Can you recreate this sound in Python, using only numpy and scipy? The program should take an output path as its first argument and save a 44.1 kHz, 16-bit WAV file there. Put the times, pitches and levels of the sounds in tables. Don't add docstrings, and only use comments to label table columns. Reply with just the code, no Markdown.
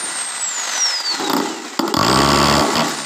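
import sys
import numpy as np
from scipy import signal
from scipy.fft import rfft, irfft
from scipy.io import wavfile
from scipy.ndimage import uniform_filter1d, minimum_filter1d

SR = 44100
rng = np.random.default_rng(int(sys.argv[2]) if len(sys.argv) > 2 else 0)


def amplitude_ratio(level_db):
    exponent = np.asarray(level_db, float) / 20
    return 10 ** exponent


def to_wav(s):
    ch = np.atleast_2d(s).T
    pcm = np.round(np.clip(ch, -1, 1) * 32767)
    wavfile.write(sys.argv[1], SR, pcm.astype(np.int16))


N = 134505
T = np.arange(N) / SR
TEETH_PER_BLOW = 125.65


def evened(x):
    return x / np.sqrt(np.mean(x ** 2) + 1e-20)


def curve(table, t, column=1):
    columns = np.transpose(table)
    return np.interp(t, columns[0], columns[column])


def wander(hz):
    smooth = uniform_filter1d(rng.standard_normal(N), int(SR / hz / 2))
    return evened(signal.lfilter([1], [1, -np.exp(-2 * np.pi * hz / SR)], smooth))


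def ring(x, modes):
    out = np.zeros(N)
    for k, (hz, width, db) in enumerate(modes):
        r = np.exp(-np.pi * width / SR)
        w = 2 * np.pi * hz / SR
        sign = (-1) ** k
        out += sign * amplitude_ratio(db) * signal.lfilter([0, r * np.sin(w)], [1, -2 * r * np.cos(w), r * r], x)
    return out


def grit(clicks, fade_s):
    fade = np.exp(-np.arange(600) / SR / fade_s)
    return signal.oaconvolve(abs(clicks), fade / np.linalg.norm(fade))[:N] * rng.standard_normal(N)


# time_s, tooth_rate_hz
SPEED = [(0, 8882), (.2, 8423), (.338, 8440), (.6, 6830), (.95, 5065), (1.3, 3680), (1.8, 2050),
         (1.93, 2900), (1.965, 5050), (1.985, 5850), (2.02, 6670), (2.096, 7921), (2.17, 8534),
         (2.27, 8856), (2.4, 9060), (2.654, 9170), (2.74, 9756), (2.86, 10020), (3.05, 8532)]


def teeth():
    return np.cumsum(curve(SPEED, T)) / SR


# start_s, strength_db, wood_weight_db, snap_db, hollow_thump_db
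LOOSE = [(1.0022, -25, 2, 12, -8), (1.14, -33, 4, 4, 2), (1.1968, -27, 6, 14, 3), (1.2318, -44, 1, 6, 1),
         (1.263, -28, -1, 12, 0), (1.2974, -10, 5, 12.5, 0.5), (1.305, -22, 11, 5, 0),
         (1.3326, -7.5, 7, 18, 8.5), (1.35, -23, 10, 0, 20.5), (1.3661, -12, 8, 17, 6),
         (1.383, -29, 4, 0, 21), (1.4002, -15.5, 8.5, 12, 11), (1.4386, -40, 12, 13, 13),
         (1.474, -45, -3, -1, 8), (1.495, -45, -8, 0, 21), (1.649, -30, 2, 0, 4),
         (1.7919, -2, 5.5, 10.5, 7), (1.825, -32, 11, -4, 21), (1.8783, -17, 7, 15.5, -2),
         (1.9399, -4, 4.5, 10, 5.5), (1.9672, -3.5, 0, 7, 6)]
# time_s, strength_db, wood_weight_db, snap_db
PRESS = [(1.98, -5, 3.5, 6), (2.2, -3.5, 3.5, 3.5), (2.6, -5, 4, 5.5), (2.67, -33.5, 20.5, 19),
         (2.735, -29, 16, 17), (2.755, -8, 1, 4), (2.785, -6, 2.5, 2), (2.81, -10.5, 4.5, 6),
         (2.83, -32, 18, 6), (2.89, -27, 3.5, 20), (2.95, -34.5, 7.5, -8)]
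BORING_S = PRESS[0][0] - .02


def blow_clicks():
    count = (teeth() - np.interp(1.9903, T, teeth())) / TEETH_PER_BLOW
    s = np.interp(np.arange(int(count[-1]) + 1), count, T)
    spread_db, jitter_s = 1.3, .0002
    luck = rng.standard_normal((len(s), 4)) * [jitter_s, spread_db, spread_db, 0.82 * spread_db]
    driven = np.c_[s, curve(PRESS, s), curve(PRESS, s, 2), curve(PRESS, s, 3)] + luck
    loose = np.array(LOOSE)
    start_s, strength_db, weight_db, snap_db = np.r_[loose[:, :4], driven].T
    at = np.round(start_s * SR).astype(int)
    steel, wood, edge, thump = np.zeros((4, N))
    steel[at] = amplitude_ratio(strength_db)
    wood[at] = amplitude_ratio(strength_db + weight_db)
    edge[at] = amplitude_ratio(strength_db + snap_db)
    thump[at[:len(loose)]] = amplitude_ratio(loose[:, 1] + loose[:, 4])
    return steel, wood, edge, thump


# pitch_hz, width_hz, level_db
STEEL = [(1890, 376, 2.5), (2780, 500, 2), (3390, 574, 5), (7070, 620, 2.5), (8650, 1540, 0.5)]
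# pitch_hz, width_hz, level_db
STRIKER = [(4500, 520, 6.5), (5250, 600, 6.5)]
# pitch_hz, width_hz, level_db
SEAT = [(4900, 1900, -8)]
# pitch_hz, width_hz, level_db
SNAP = [(10500, 2500, -2), (12800, 1300, -3), (14600, 1500, -9)]
# pitch_hz, width_hz, level_db
BOX = [(137, 140, -20.5), (285, 130, -10), (370, 260, 1), (510, 224, 5.5), (720, 500, -28), (795, 570, -27),
       (1000, 200, 6), (1135, 45, -0.5), (1314, 70, -0.5), (1548, 45, -10.5)]
# pitch_hz, width_hz, level_db
LID = [(563, 112, -6.5), (760, 140, -4), (1020, 174, 4), (1160, 143, -3), (1270, 63, -3.5)]
# pitch_hz, width_hz, level_db
PUSH = [(249, 265, 10)]
# pitch_hz, width_hz, level_db
HOLLOW = [(297, 104, -15)]


def hammer():
    steel, wood, edge, thump = blow_clicks()
    free = T < BORING_S
    steel += .4 * np.roll(steel, round(.00176 * SR))
    push = -np.roll(wood, round(.0034 * SR)) * (T > BORING_S)
    rebound = amplitude_ratio(6.0) * np.roll(wood, round(.00395 * SR))
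    slow = curve(SPEED, T) < 7000
    wood = wood * amplitude_ratio(7.0 * slow) - rebound
    clank_s, snap_s = .002, .0033
    knock = wood + .22 * grit(wood, clank_s)
    blow = steel + .4 * grit(steel, clank_s)
    clank = ring(grit(steel, clank_s), STEEL) + ring(ring(blow, SEAT), STRIKER)
    snap = ring(grit(edge, snap_s), SNAP)
    box = amplitude_ratio(-3.5) * ring(knock * ~free, BOX) / 2
    lid = ring(knock * free, LID) / 2 + ring(push, PUSH)
    air = ring(ring(thump, HOLLOW), HOLLOW)
    return amplitude_ratio(-1) * clank + amplitude_ratio(-2) * snap + box + lid + air


# time_s, whine_db, roar_db, rubbing_db
MOTOR = [(0, -24, -27, -34), (.3, -28, -28.5, -56), (.45, -28, -29.5, -70), (.6, -24.5, -25.5, -81),
         (.68, -33, -24, -57), (.85, -18, -19.5, -67), (1.03, -30.5, -28, -47), (1.12, -28.5, -24, -35),
         (1.3, -33.5, -25.5, -20.5), (1.36, -31, -22.5, -14.5), (1.6, -46, -33.5, -32.5),
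         (1.77, -52, -33, -39.5), (1.83, -62, -32.5, -16.5), (1.97, -37, -32, -29), (2.1, -23, -17.5, -7.5),
         (2.6, -25.5, -18, -16), (2.85, -36.5, -22.5, -20), (3.05, -28.5, -28.5, -44)]
# time_s, level_db
CANCEL = [(.36, 0.5), (.4, -4), (.44, 8), (.475, 0.5), (.53, -1), (.97, 1.5), (1.03, -6.5), (1.09, 10),
          (1.17, -6), (1.3, 5.5), (1.34, -7), (1.41, -18), (1.46, -4.5), (1.93, 3), (1.96, 6), (2, -4),
          (2.08, -1), (2.2, -1.5)]
# multiple, level_db
OVERTONES = [(4, -18), (5, -17), (6, -16), (7, -13), (8, -5)]
# share_of_tooth_rate, resonance_hz, width_hz, level_db
SIDE_LINES = [
    (.835, 3350, 110, -36),
    (1.57, 3900, 90, -40),
]


def whine():
    hz = curve(SPEED, T)
    turns = teeth() + np.cumsum(21.8 * wander(184)) / SR
    tone_db = curve(MOTOR, T) + curve(CANCEL, T) + 4.5 + 2.5 * wander(19)
    out = amplitude_ratio(tone_db) * np.sin(2 * np.pi * turns)
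    for k, db in OVERTONES:
        level = amplitude_ratio(-51) * amplitude_ratio(db + 3.4 * wander(28))
        out += level * np.sin(2 * np.pi * k * turns) * (k * hz < 16000)
    slowing = np.gradient(hz) < 0
    for k, at_hz, width, db in SIDE_LINES:
        nearness = np.exp(-((k * hz - at_hz) / width) ** 2)
        out += amplitude_ratio(db) * nearness * np.sin(2 * np.pi * k * turns) * slowing
    return out


# time_s, rasp_db, breakthrough_db
BORE = [(1.96, -60, -60), (2.03, -20.5, -23), (2.5, -14.5, -16), (2.6, -20, -10), (2.65, -27, -12),
        (2.71, -49, -36), (2.77, -18, -17), (2.82, -22, -19), (2.92, -47, -43)]
# pitch_hz, width_hz, level_db
RASP = [(1056, 75, 10), (1010, 160, 13.5), (2020, 230, 7), (2690, 430, 13), (3280, 260, 9.5)]
# pitch_hz, width_hz, level_db
BREAK = [(297, 27, 5), (510, 56, 0), (640, 44, 5), (820, 100, 8)]


def boring():
    tear = amplitude_ratio(2 * wander(52)) * rng.standard_normal((2, N))
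    rasp = amplitude_ratio(curve(BORE, T)) * evened(ring(tear[0], RASP))
    breaking = amplitude_ratio(curve(BORE, T, 2)) * evened(ring(tear[1], BREAK))
    return (T > BORE[0][0]) * (rasp + breaking)


# time_s, pitch_hz, level_db
GROAN = [(1.8, 328, -31), (1.83, 333, -18), (1.847, 345, -13), (1.865, 319, -23), (1.88, 323, -30),
         (1.895, 370, -27), (1.91, 403, -23), (1.928, 378, -11), (1.945, 320, -50)]
# pitch_hz, width_hz, level_db
RUB = [(285, 91, 5.5), (343.5, 47, 3.5), (398, 42, -1), (840, 71, 0), (1340, 140, -2.5)]


def rubbing():
    cycles = np.cumsum(curve(GROAN, T) + 15 * wander(98)) / SR
    groan = amplitude_ratio(curve(GROAN, T, 2) + wander(43)) * np.sin(2 * np.pi * cycles)
    groaning = (T > GROAN[0][0]) * (T < GROAN[-1][0])
    chatter = amplitude_ratio(curve(MOTOR, T, 3) + 2.2 * wander(23.3)) * evened(ring(rng.standard_normal(N), RUB))
    return groan * groaning + chatter


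# pitch_hz, level_db
ROAR = [(60, -17), (250, -11), (420, -17), (900, 1), (2050, -5.5), (2400, -3.5), (7500, -4.5),
        (16000, -37.5)]
# pitch_hz, width_hz, level_db
HOUSING = [(884, 370, 2.5), (1398, 186, 1), (1986, 92, -2.5), (3690, 410, 0.5), (5170, 740, 2.5),
           (7190, 560, 4), (13100, 900, -9)]


def roar():
    hz = np.fft.rfftfreq(N, 1 / SR)
    pitch_hz, level_db = np.transpose(ROAR)
    colour = amplitude_ratio(np.interp(np.log(hz + 1), np.log(pitch_hz), level_db))
    tick_level = amplitude_ratio(1.5 * np.minimum(rng.exponential(1, N), 4))
    ticking = rng.random(N) < 700 / SR
    ticks = evened(tick_level * ticking * rng.choice([-1., 1.], N))
    air = evened(irfft(rfft(rng.standard_normal(N) + .5 * ticks) * colour, N))
    body = evened(ring(ticks + 0.94 * rng.standard_normal(N), HOUSING))
    throb = 1 + 0.14 * np.cos(2 * np.pi * teeth() / TEETH_PER_BLOW)
    return amplitude_ratio(curve(MOTOR, T, 2) + 1.24 * wander(52.0)) * throb * evened(air + amplitude_ratio(-2) * body)


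# delay_s, level_db
ECHOES = [(.00178, -24), (.0041, -20.5), (.009, -25.5)]


def yard(x):
    taps = np.zeros(SR // 2)
    at = np.arange(500, SR // 2 - 20, 20) + rng.integers(0, 20, (SR // 2 - 501) // 20)
    taps[at] = rng.choice([-1., 1.], len(at)) * amplitude_ratio(-60 * at / SR / 0.06)
    taps *= amplitude_ratio(-15) / np.linalg.norm(taps)
    taps[0] = 1
    for s, db in ECHOES:
        taps[round(s * SR)] += amplitude_ratio(db)
    return signal.fftconvolve(x, taps / np.linalg.norm(taps))[:N]


def scene():
    drill = hammer() + whine() + boring() + rubbing() + roar()
    return np.tile(yard(drill), (2, 1))


# start_s, cut_hz
LOW_CUT = [(0, 148), (.5, 218), (.8, 320), (.98, 285), (1.131, 173), (1.54, 200), (1.785, 173), (1.962, 76),
           (2.61, 180), (2.752, 91), (2.772, 153)]


def low_cut(x):
    out = np.zeros(N)
    for (s, cut_hz), (end, _) in zip(LOW_CUT, LOW_CUT[1:] + [(9, 0)]):
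        on = uniform_filter1d(((T >= s) & (T < end)) * 1., size=400)
        leak = amplitude_ratio(-32) * signal.lfilter([1, -1], [1, -.997], x)
        steep = signal.butter(6, cut_hz, "high", fs=SR, output="sos")
        out += on * (leak + signal.sosfilt(steep, x))
    return out


def gain_control(x):
    recover_db_s, knee_db, squeeze, ceiling = 515, -19, .55, 1.3
    half = round(0.01 * SR / 2)
    power_db = 10 * np.log10(abs(uniform_filter1d(x ** 2, size=200)) + 1e-12)
    fall = T * recover_db_s
    held_db = np.maximum.accumulate(power_db + fall) - fall
    over_db = np.maximum(held_db - knee_db, 0)
    ahead_db = -minimum_filter1d(-over_db, 2 * half + 1, origin=-half)
    y = x / amplitude_ratio(squeeze * uniform_filter1d(ahead_db, size=200))
    return ceiling * np.tanh(y / ceiling)


# pitch_hz, level_db
MIC = [(8300, 0), (9200, -8), (11000, -7.5), (15400, 4.5), (15800, -30), (17000, -40)]


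def microphone(x):
    hz = np.fft.rfftfreq(N, 1 / SR)
    return irfft(rfft(x) * amplitude_ratio(np.interp(hz, *np.transpose(MIC))), N)


def roll_off(x):
    return signal.sosfilt(signal.butter(12, 16680, fs=SR, output="sos"), x)


def record(dry):
    mix = np.tile(gain_control(microphone(low_cut(dry[0]))), (2, 1))
    return roll_off(mix)


dry = scene()
out = record(dry)
to_wav(out)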